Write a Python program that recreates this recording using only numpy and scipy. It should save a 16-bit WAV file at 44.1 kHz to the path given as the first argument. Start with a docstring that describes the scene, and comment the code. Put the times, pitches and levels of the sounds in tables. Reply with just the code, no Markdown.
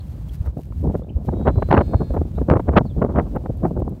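"""Gusty wind on a pasture microphone

Eddies of wind reach a small microphone: slow ones thump it as short swings of low pressure, and fast ones
tear into rasping puffs of noise whose treble grows with their strength. Coloured noise gives the rumble,
the flutter, the hiss of the field and the rustle of dry grass. Small birds chirp far off as gliding sines,
and an animal gives one thin, nasal hum, a sum of harmonics that rises and dips at its end.
"""
import sys
import numpy as np
from scipy import signal
from scipy.fft import rfft, irfft, next_fast_len
from scipy.io import wavfile
from scipy.ndimage import uniform_filter1d, minimum_filter1d, map_coordinates

SR = 44100
rng = np.random.default_rng(int(sys.argv[2]) if len(sys.argv) > 2 else 0)


def store_wav(level_fs):
    """Save 16-bit WAV to argv[1]."""
    pcm = np.round(np.clip(np.atleast_2d(level_fs), -1, 1) * 32767)
    wavfile.write(sys.argv[1], SR, pcm.T.astype(np.int16))


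N = 176400  # samples: four seconds

# Rumble of the wind between the eddies, before RUMBLE_DB: time_s, level_db
RUMBLE_LEVEL = [(0, -30), (.3, -28.5), (.65, -34), (.85, -18.5), (1.05, -32), (1.5, -20.5), (2.0, -26),
                (2.3, -24), (2.6, -24), (3.1, -24.5), (3.4, -26.5), (3.8, -26), (3.93, -31), (4.0, -39.5)]
# Low-mid flutter of small eddies: time_s, level_db
FLUTTER_LEVEL = [(0, -47.5), (.7, -49.5), (.85, -39), (1.15, -43.5), (1.4, -28.5), (1.8, -38), (2.3, -38),
                 (2.65, -34), (2.9, -36.5), (3.15, -41), (3.35, -39.5), (3.57, -33.5), (3.8, -42.5),
                 (3.94, -35), (4.0, -46)]
# Relative spectra of the rumble and the flutter: frequency_hz, density_db
RUMBLE_COLOUR = [(15, -43), (24, -23.5), (32, -20), (45, -1), (65, -1), (100, -6), (160, -10.5), (300, -27),
                 (600, -63), (1500, -83)]
FLUTTER_COLOUR = [(40, -19), (120, -6), (220, 5), (400, -5), (650, -10.5), (1200, -33.5), (2500, -70)]
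RUMBLE_DB = -1
FLUTTER_SLOW_DB, FLUTTER_FAST_DB = 8, 10  # limits of the swings drawn at 35 and 150 knots a second

# Hiss of the open field: time_s, level_db
AIR_LEVEL = [(0, -53), (.45, -54.5), (.55, -61.5), (.95, -54.5), (1.05, -60.5), (1.22, -60), (1.3, -54.5),
             (2.2, -53), (2.5, -54.5), (3.5, -55.5), (4, -58.5)]
# Rustles of dry grass: centre_s, length_s (two standard deviations), level_db
RUSTLES = [(0.094, 0.052, -63), (0.292, 0.014, -57.5), (0.342, 0.029, -53.5), (0.463, 0.02, -58.5),
           (0.617, 0.087, -61.5), (0.792, 0.093, -64.5), (0.976, 0.026, -61), (1.263, .03, -58.5),
           (1.685, 0.033, -61.5), (2.142, .025, -61.5), (3.669, 0.055, -62.5)]
# Tiny high ticks: centre_s, level_db
TICKS = [(3.361, -51.5), (3.574, -52.5), (3.798, -53), (3.895, -52.5)]
# Relative spectra of the hiss, the grass and the ticks: frequency_hz, density_db
AIR_COLOUR = [(100, -0.5), (400, 3.5), (900, -4), (2000, -16), (4000, -18), (5500, -22), (9000, -23),
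              (10400, -27), (12000, -23), (15800, -24)]
GRASS_COLOUR = [(500, -11.5), (1500, 2), (4000, -1.5), (6000, -3.5), (10000, -5), (13000, 0), (15800, -7.5)]
TICK_COLOUR = [(3000, -40), (8000, -11), (12000, -3.5), (15500, -3)]

# Bird chirps, before CHIRP_DB: start_s, length_s, first_hz, middle_hz, last_hz, level_db
CHIRPS = [(0, 0.013, 4100, 4390, 2950, -57), (0.291, 0.0095, 3000, 3400, 2980, -53.5),
          (1.031, 0.012, 3200, 3450, 3900, -68), (1.088, 0.02, 2140, 3110, 2200, -57),
          (2.342, .06, 3550, 3870, 4220, -68), (2.852, 0.039, 4600, 4350, 3750, -63.5),
          (2.886, 0.044, 4000, 3470, 3100, -63.5)]
CHIRP_DB = 5.5

# Slow eddies pushing on the diaphragm, before THUMP_WIDTH and THUMP_DB: centre_s, length_s, level_db
THUMPS = [(0.41, 0.0087, -10.5), (0.484, 0.028, -13), (0.775, 0.027, -17.5), (0.858, 0.032, -25),
          (0.96, 0.0087, -23), (1.167, 0.015, -9.5), (1.303, 0.058, -20.5), (1.489, 0.016, -9.5),
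          (1.579, 0.016, -4.5), (1.786, 0.024, -7.5), (1.876, 0.015, -11.5), (1.957, 0.011, -5.5),
          (2.116, 0.02, -13.5), (2.201, 0.038, -13.5), (2.41, 0.091, -18), (2.523, 0.041, -10.5),
          (2.709, 0.029, -13), (2.767, 0.0093, -6.5), (2.979, 0.024, -15), (3.043, 0.021, -25),
          (3.1, 0.024, -14.5), (3.178, 0.037, -13.5), (3.637, 0.096, -23)]
THUMP_HZ, THUMP_SPREAD = 71.5, 0.18  # middle swing frequency and its relative spread
THUMP_WIDTH, THUMP_DB = 0.45, -3  # standard deviation of the swell per length; overall level

# Fast eddies, before PUFF_WIDTH and PUFF_DB: centre_s, length_s, level_db,
# reach_hz (where the turbulence falls by 20 dB at unit strength)
PUFFS = [(0.47,0.033,-39.5,1504), (0.573,0.0049,-20.5,677), (0.595,0.024,-32,550), (.725,0.0034,-40,1600),
         (0.852,0.027,-21.5,560), (.875,0.0098,-19,600), (.901,0.021,-22,604), (0.953,0.014,-19,848),
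         (0.996,0.0065,-29,526), (1.025,0.012,-32,548), (1.047,0.0064,-34,552), (1.104,0.0086,-29.5,466),
         (1.169,0.01,-37.5,560), (1.21,0.0093,-31.5,513.5), (1.29,.014,-16.5,770), (1.338,0.014,-22,734),
         (1.414,0.028,-27,707), (1.481,0.021,-13,1406), (1.56,0.0047,-24.5,796.5), (1.584,0.028,-23,676),
         (1.627,0.0045,-14.5,1501.5), (1.689,0.0063,-24,896), (1.714,0.0092,-12,1752),
         (1.729,0.0068,-7.5,1801), (1.743,0.012,-9.5,1702.5), (1.778,0.023,-12.5,1551),
         (1.814,0.0084,-13.5,1603), (1.943,0.022,-19.5,911), (2.016,0.024,-19.5,747), (2.108,0.009,-25,736),
         (2.146,0.011,-21,1042), (2.172,0.021,-22,1069), (2.216,0.009,-18,776), (2.382,0.011,-24.5,983),
         (2.418,0.013,-19,778), (2.491,0.012,-15,899), (2.501,0.0014,-11,1902), (2.513,0.018,-10,1255.5),
         (2.538,0.0094,-12,1396), (2.565,0.018,-14.5,1148), (2.6,0.005,-18.5,1597), (2.693,0.02,-18,1154),
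         (2.738,0.034,-24.5,1099.5), (2.777,0.0097,-3,2301), (2.811,0.013,-15,621), (2.857,0.012,-24.5,660),
         (2.983,.031,-23,668), (3.024,0.011,-13,1204), (3.052,0.021,-16,774), (3.104,0.031,-25,925),
         (3.16,0.0071,-20,1298), (3.187,0.029,-14.5,1309), (3.27,0.028,-34,780), (3.364,.012,-19,1198),
         (3.46,0.012,-25.5,1145), (3.499,0.0078,-17.5,580), (3.639,0.012,-20.5,750),
         (3.654,0.023,-15.5,980), (3.711,0.031,-26,480), (3.775,0.023,-22,635), (3.803,0.0068,-19,520),
         (3.822,0.01,-21.5,527), (3.881,0.0097,-23.5,699), (3.931,0.03,-28.5,509)]
# Spectrum of the turbulence before that fall: frequency_hz, density_db
PUFF_COLOUR = [(30, -22.5), (80, -3), (150, 3.5), (300, 1.5), (600, 3), (950, 0.5), (1300, 1), (2000, -3),
               (3200, -1.5), (6000, 1.5), (9000, -3)]
PUFF_DB, PUFF_SKIRT, PUFF_WIDTH = 1.5, 0.99, 0.39  # overall level; exponent and width per length of a swell
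CRACKLE_DB, CRACKLE_RATE = 4, 360  # limit of the roughness inside a puff; its knots a second
BRIGHTEN = 0.39  # the reach grows as this power of the momentary strength
FAST_HZ = 2000  # reach at which the thinning below applies in full
THIN_DB, THIN_HZ = 7.5, 436  # bass loss towards 0 Hz, and the frequency scale over which it dies away
BAND_HZ = np.geomspace(150, 9600, 13)  # centres of the bands of turbulence

# Pitch of the animal's hum, before a slight unsteadiness: time_s, pitch_hz
HUM_PITCH = [(1.3, 251), (1.43, 254), (1.49, 261), (1.55, 267), (1.68, 271), (1.8, 278.5), (1.95, 283),
             (2.08, 280), (2.125, 276), (2.17, 258)]
# Level of the hum: time_s, level_db
HUM_LEVEL = [(1.3, -76), (1.38, -64), (1.55, -64.5), (1.68, -62), (1.8, -60.5), (1.95, -58), (2.08, -60.5),
             (2.125, -62), (2.17, -72)]
# Relative strength of its harmonics, interpolated between rows: harmonic_number, level_db
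HARMONICS = [(1, -8), (4, -8), (5, -5), (6, -2), (7, -11), (8, -7), (9, -7), (10, -17), (11, -19),
             (12, -12), (13, -2), (14, -11), (15, 4), (16, -6), (17, -7), (18, -22), (24, -23), (28, -14),
             (31, -19), (35, -32)]

LOW_CUT_HZ, TOP_HZ = 29, 15800  # microphone passes half the amplitude here; upper band limit
CEILING_DB = -0.15  # limiter ceiling, relative to full scale


def amp(db):
    """Decibel law: twenty decibels are a tenfold amplitude."""
    return 10 ** (np.asarray(db) / 20)


def unit(x):
    """Normalisation of a signal to a root mean square of 1."""
    return x / np.sqrt(np.mean(x ** 2) + 1e-20)


def along(points, hz):
    """Interpolation of (frequency, value) points on a logarithmic frequency axis."""
    point_hz, values = np.transpose(points)
    return np.interp(np.log(hz + 1), np.log(point_hz + 1), values)


def curves(rows):
    """Linear interpolation in time: one value per sample for each column after the time."""
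    times, *columns = np.transpose(rows)
    return [np.interp(np.arange(N) / SR, times, column) for column in columns]


def wobble(rate, size=N):
    """Smooth random fluctuation: a spline through normal draws, rate knots a second."""
    knots = rng.standard_normal(size // 8)
    return map_coordinates(knots, [np.arange(size) * rate / SR], mode="wrap")


def filtered(x, response):
    """Linear filtering: the spectrum multiplied by a response of frequency."""
    padded = next_fast_len(len(x) + 4096)
    spectrum = rfft(x, padded) * response(np.fft.rfftfreq(padded, 1 / SR))
    return irfft(spectrum, padded)[:len(x)]


def noise(colour):
    """Coloured noise: white noise shaped by a spectrum, at rms 1."""
    white = rng.standard_normal(N)
    return unit(filtered(white, lambda hz: amp(along(colour, hz))))


def add(out, x, centre_s):
    """Superposition: x is summed into out around a moment."""
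    index = round(centre_s * SR) - len(x) // 2 + np.arange(len(x))
    inside = (index >= 0) & (index < N)
    out[index[inside]] += x[inside]


def steady_wind():
    """Broadband turbulence: rumble and a restless flutter of small eddies go on between the large ones."""
    rumble_db, = curves(RUMBLE_LEVEL)
    flutter_db, = curves(FLUTTER_LEVEL)
    slow_swing_db = FLUTTER_SLOW_DB * np.tanh(wobble(35))
    fast_swing_db = FLUTTER_FAST_DB * np.tanh(wobble(150))
    rumble = amp(rumble_db + RUMBLE_DB) * noise(RUMBLE_COLOUR)
    flutter = unit(noise(FLUTTER_COLOUR) * amp(slow_swing_db + fast_swing_db))
    return rumble + amp(flutter_db) * flutter


def field(tick_s=0.002):
    """Amplitude-modulated noise: soft hiss of the field, grainy rustles of grass and a few tiny ticks."""
    t = np.arange(N) / SR
    air_db, = curves(AIR_LEVEL)
    hiss = amp(air_db + 1.5 * wobble(40)) * noise(AIR_COLOUR)
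    rustle_swell = sum(amp(db) * np.exp(-2 * ((t - centre) / length) ** 2) for centre, length, db in RUSTLES)
    grass = unit(noise(GRASS_COLOUR) * amp(3.5 * wobble(500)))
    tick_swell = sum(amp(db) * np.exp(-np.abs(t - centre) / tick_s) for centre, db in TICKS)
    return hiss + rustle_swell * grass + tick_swell * noise(TICK_COLOUR)


def birds(echo_db=-10, echo_t60=0.23):
    """Frequency modulation: short gliding whistles, with a faint, decaying scatter from the field."""
    out = np.zeros(N)
    for start, length, first, middle, last, db in CHIRPS:
        progress = np.linspace(0, 1, int(length * SR))
        glide_hz = np.interp(progress, [0, 0.5, 1], [first, middle, last])
        glide_hz = glide_hz * (1 + 0.02 * wobble(300)[:len(progress)])
        whistle = np.sin(2 * np.pi * np.cumsum(glide_hz) / SR)
        add(out, amp(db + CHIRP_DB) * np.sin(np.pi * progress) * whistle, start + length / 2)
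    t = np.arange(SR // 4) / SR
    tail = rng.standard_normal(len(t)) * amp(-60 * t / echo_t60)
    scatter = signal.fftconvolve(out, tail / np.linalg.norm(tail))[:N]
    return out + amp(echo_db) * scatter


def thumps(size=8192):
    """Pressure oscillation: a slow eddy swings the pressure to and fro, briefly and unevenly."""
    out = np.zeros(N)
    t = (np.arange(size) - size // 2) / SR
    for centre, length, db in THUMPS:
        hz = THUMP_HZ * np.exp(THUMP_SPREAD * wobble(106.3, size))
        swing = np.sin(2 * np.pi * (np.cumsum(hz) / SR + rng.random()))
        swell = np.exp(-(t / (THUMP_WIDTH * length)) ** 2 / 2)
        add(out, amp(db + THUMP_DB) * unit(swing) * swell, centre)
    return out


def puffs(size=8192):
    """Level-dependent spectrum: a fast eddy is a crackling swell, brightest where it is strongest."""
    out = np.zeros(N)
    t = (np.arange(size) - size // 2) / SR
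    hz = np.fft.rfftfreq(size, 1 / SR)
    # overlapping triangular bands, so that each can follow the strength from moment to moment
    bands = np.array([np.interp(hz, BAND_HZ, one) for one in np.eye(len(BAND_HZ))])
    bands = bands * amp(along(PUFF_COLOUR, hz)) * (hz < BAND_HZ[-1])
    band_hz = BAND_HZ[:, None]
    for centre, length, db, reach in PUFFS:
        swell = np.exp(-np.abs(t / (PUFF_WIDTH * length)) ** PUFF_SKIRT / 2)
        crackle = amp(CRACKLE_DB * np.tanh(wobble(CRACKLE_RATE, size)))
        live = swell > 1e-3
        strength = (swell * crackle + 1e-9)[live]
        turbulence = irfft(bands * np.exp(2j * np.pi * rng.random(len(hz))))[:, live]
        treble_fall = amp(-20 * band_hz / (reach * strength ** BRIGHTEN))
        # the fastest eddies are small and so carry less bass
        bass_loss = amp(-THIN_DB * (reach / FAST_HZ) ** 2 * np.exp(-band_hz / THIN_HZ))
        puff = strength * (turbulence * treble_fall * bass_loss).sum(axis=0)
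        # the energy equals that of a steady sound at the level, lasting the length
        spread = np.sqrt(length * SR / len(puff))
        add(out, amp(db + PUFF_DB) * unit(puff) * spread, centre)
    return out


def animal():
    """Harmonic series: one nasal hum, slightly unsteady, strongest near 4 kHz, each harmonic wavering."""
    t = np.arange(N) / SR
    hz, = curves(HUM_PITCH)
    level_db, = curves(HUM_LEVEL)
    hz = hz * (1 + 0.0015 * wobble(45))
    phase = 2 * np.pi * np.cumsum(hz) / SR
    orders, order_db = np.transpose(HARMONICS)
    voice = np.zeros(N)
    for k in range(1, 34):
        harmonic_db = np.interp(k, orders, order_db) + 1.3 * wobble(10)
        voice += amp(harmonic_db) * np.sin(k * phase + 2 * np.pi * rng.random())
    sounding = (t > HUM_LEVEL[0][0]) & (t < HUM_LEVEL[-1][0])
    return unit(voice) * amp(level_db) * sounding


def scene():
    """Superposition of all sources, heard by a microphone that passes little of the deepest bass."""
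    sound = steady_wind() + field() + birds() + thumps() + puffs() + animal()
    return filtered(sound, lambda hz: 1 - 1 / (1 + (hz / LOW_CUT_HZ) ** 6))[None]


def record(dry, size=90):
    """Peak limiting and band limiting: a fast gain holds the highest peaks, then the top is cut off."""
    needed = np.minimum(1, amp(CEILING_DB) / (np.abs(dry[0]) + 1e-9))
    gain = minimum_filter1d(needed, size)
    for _ in range(2):  # smooth the gain twice
        gain = uniform_filter1d(gain, size // 2)
    return filtered(dry[0] * gain, lambda hz: hz < TOP_HZ)[None]


dry = scene()
out = record(dry)
store_wav(out)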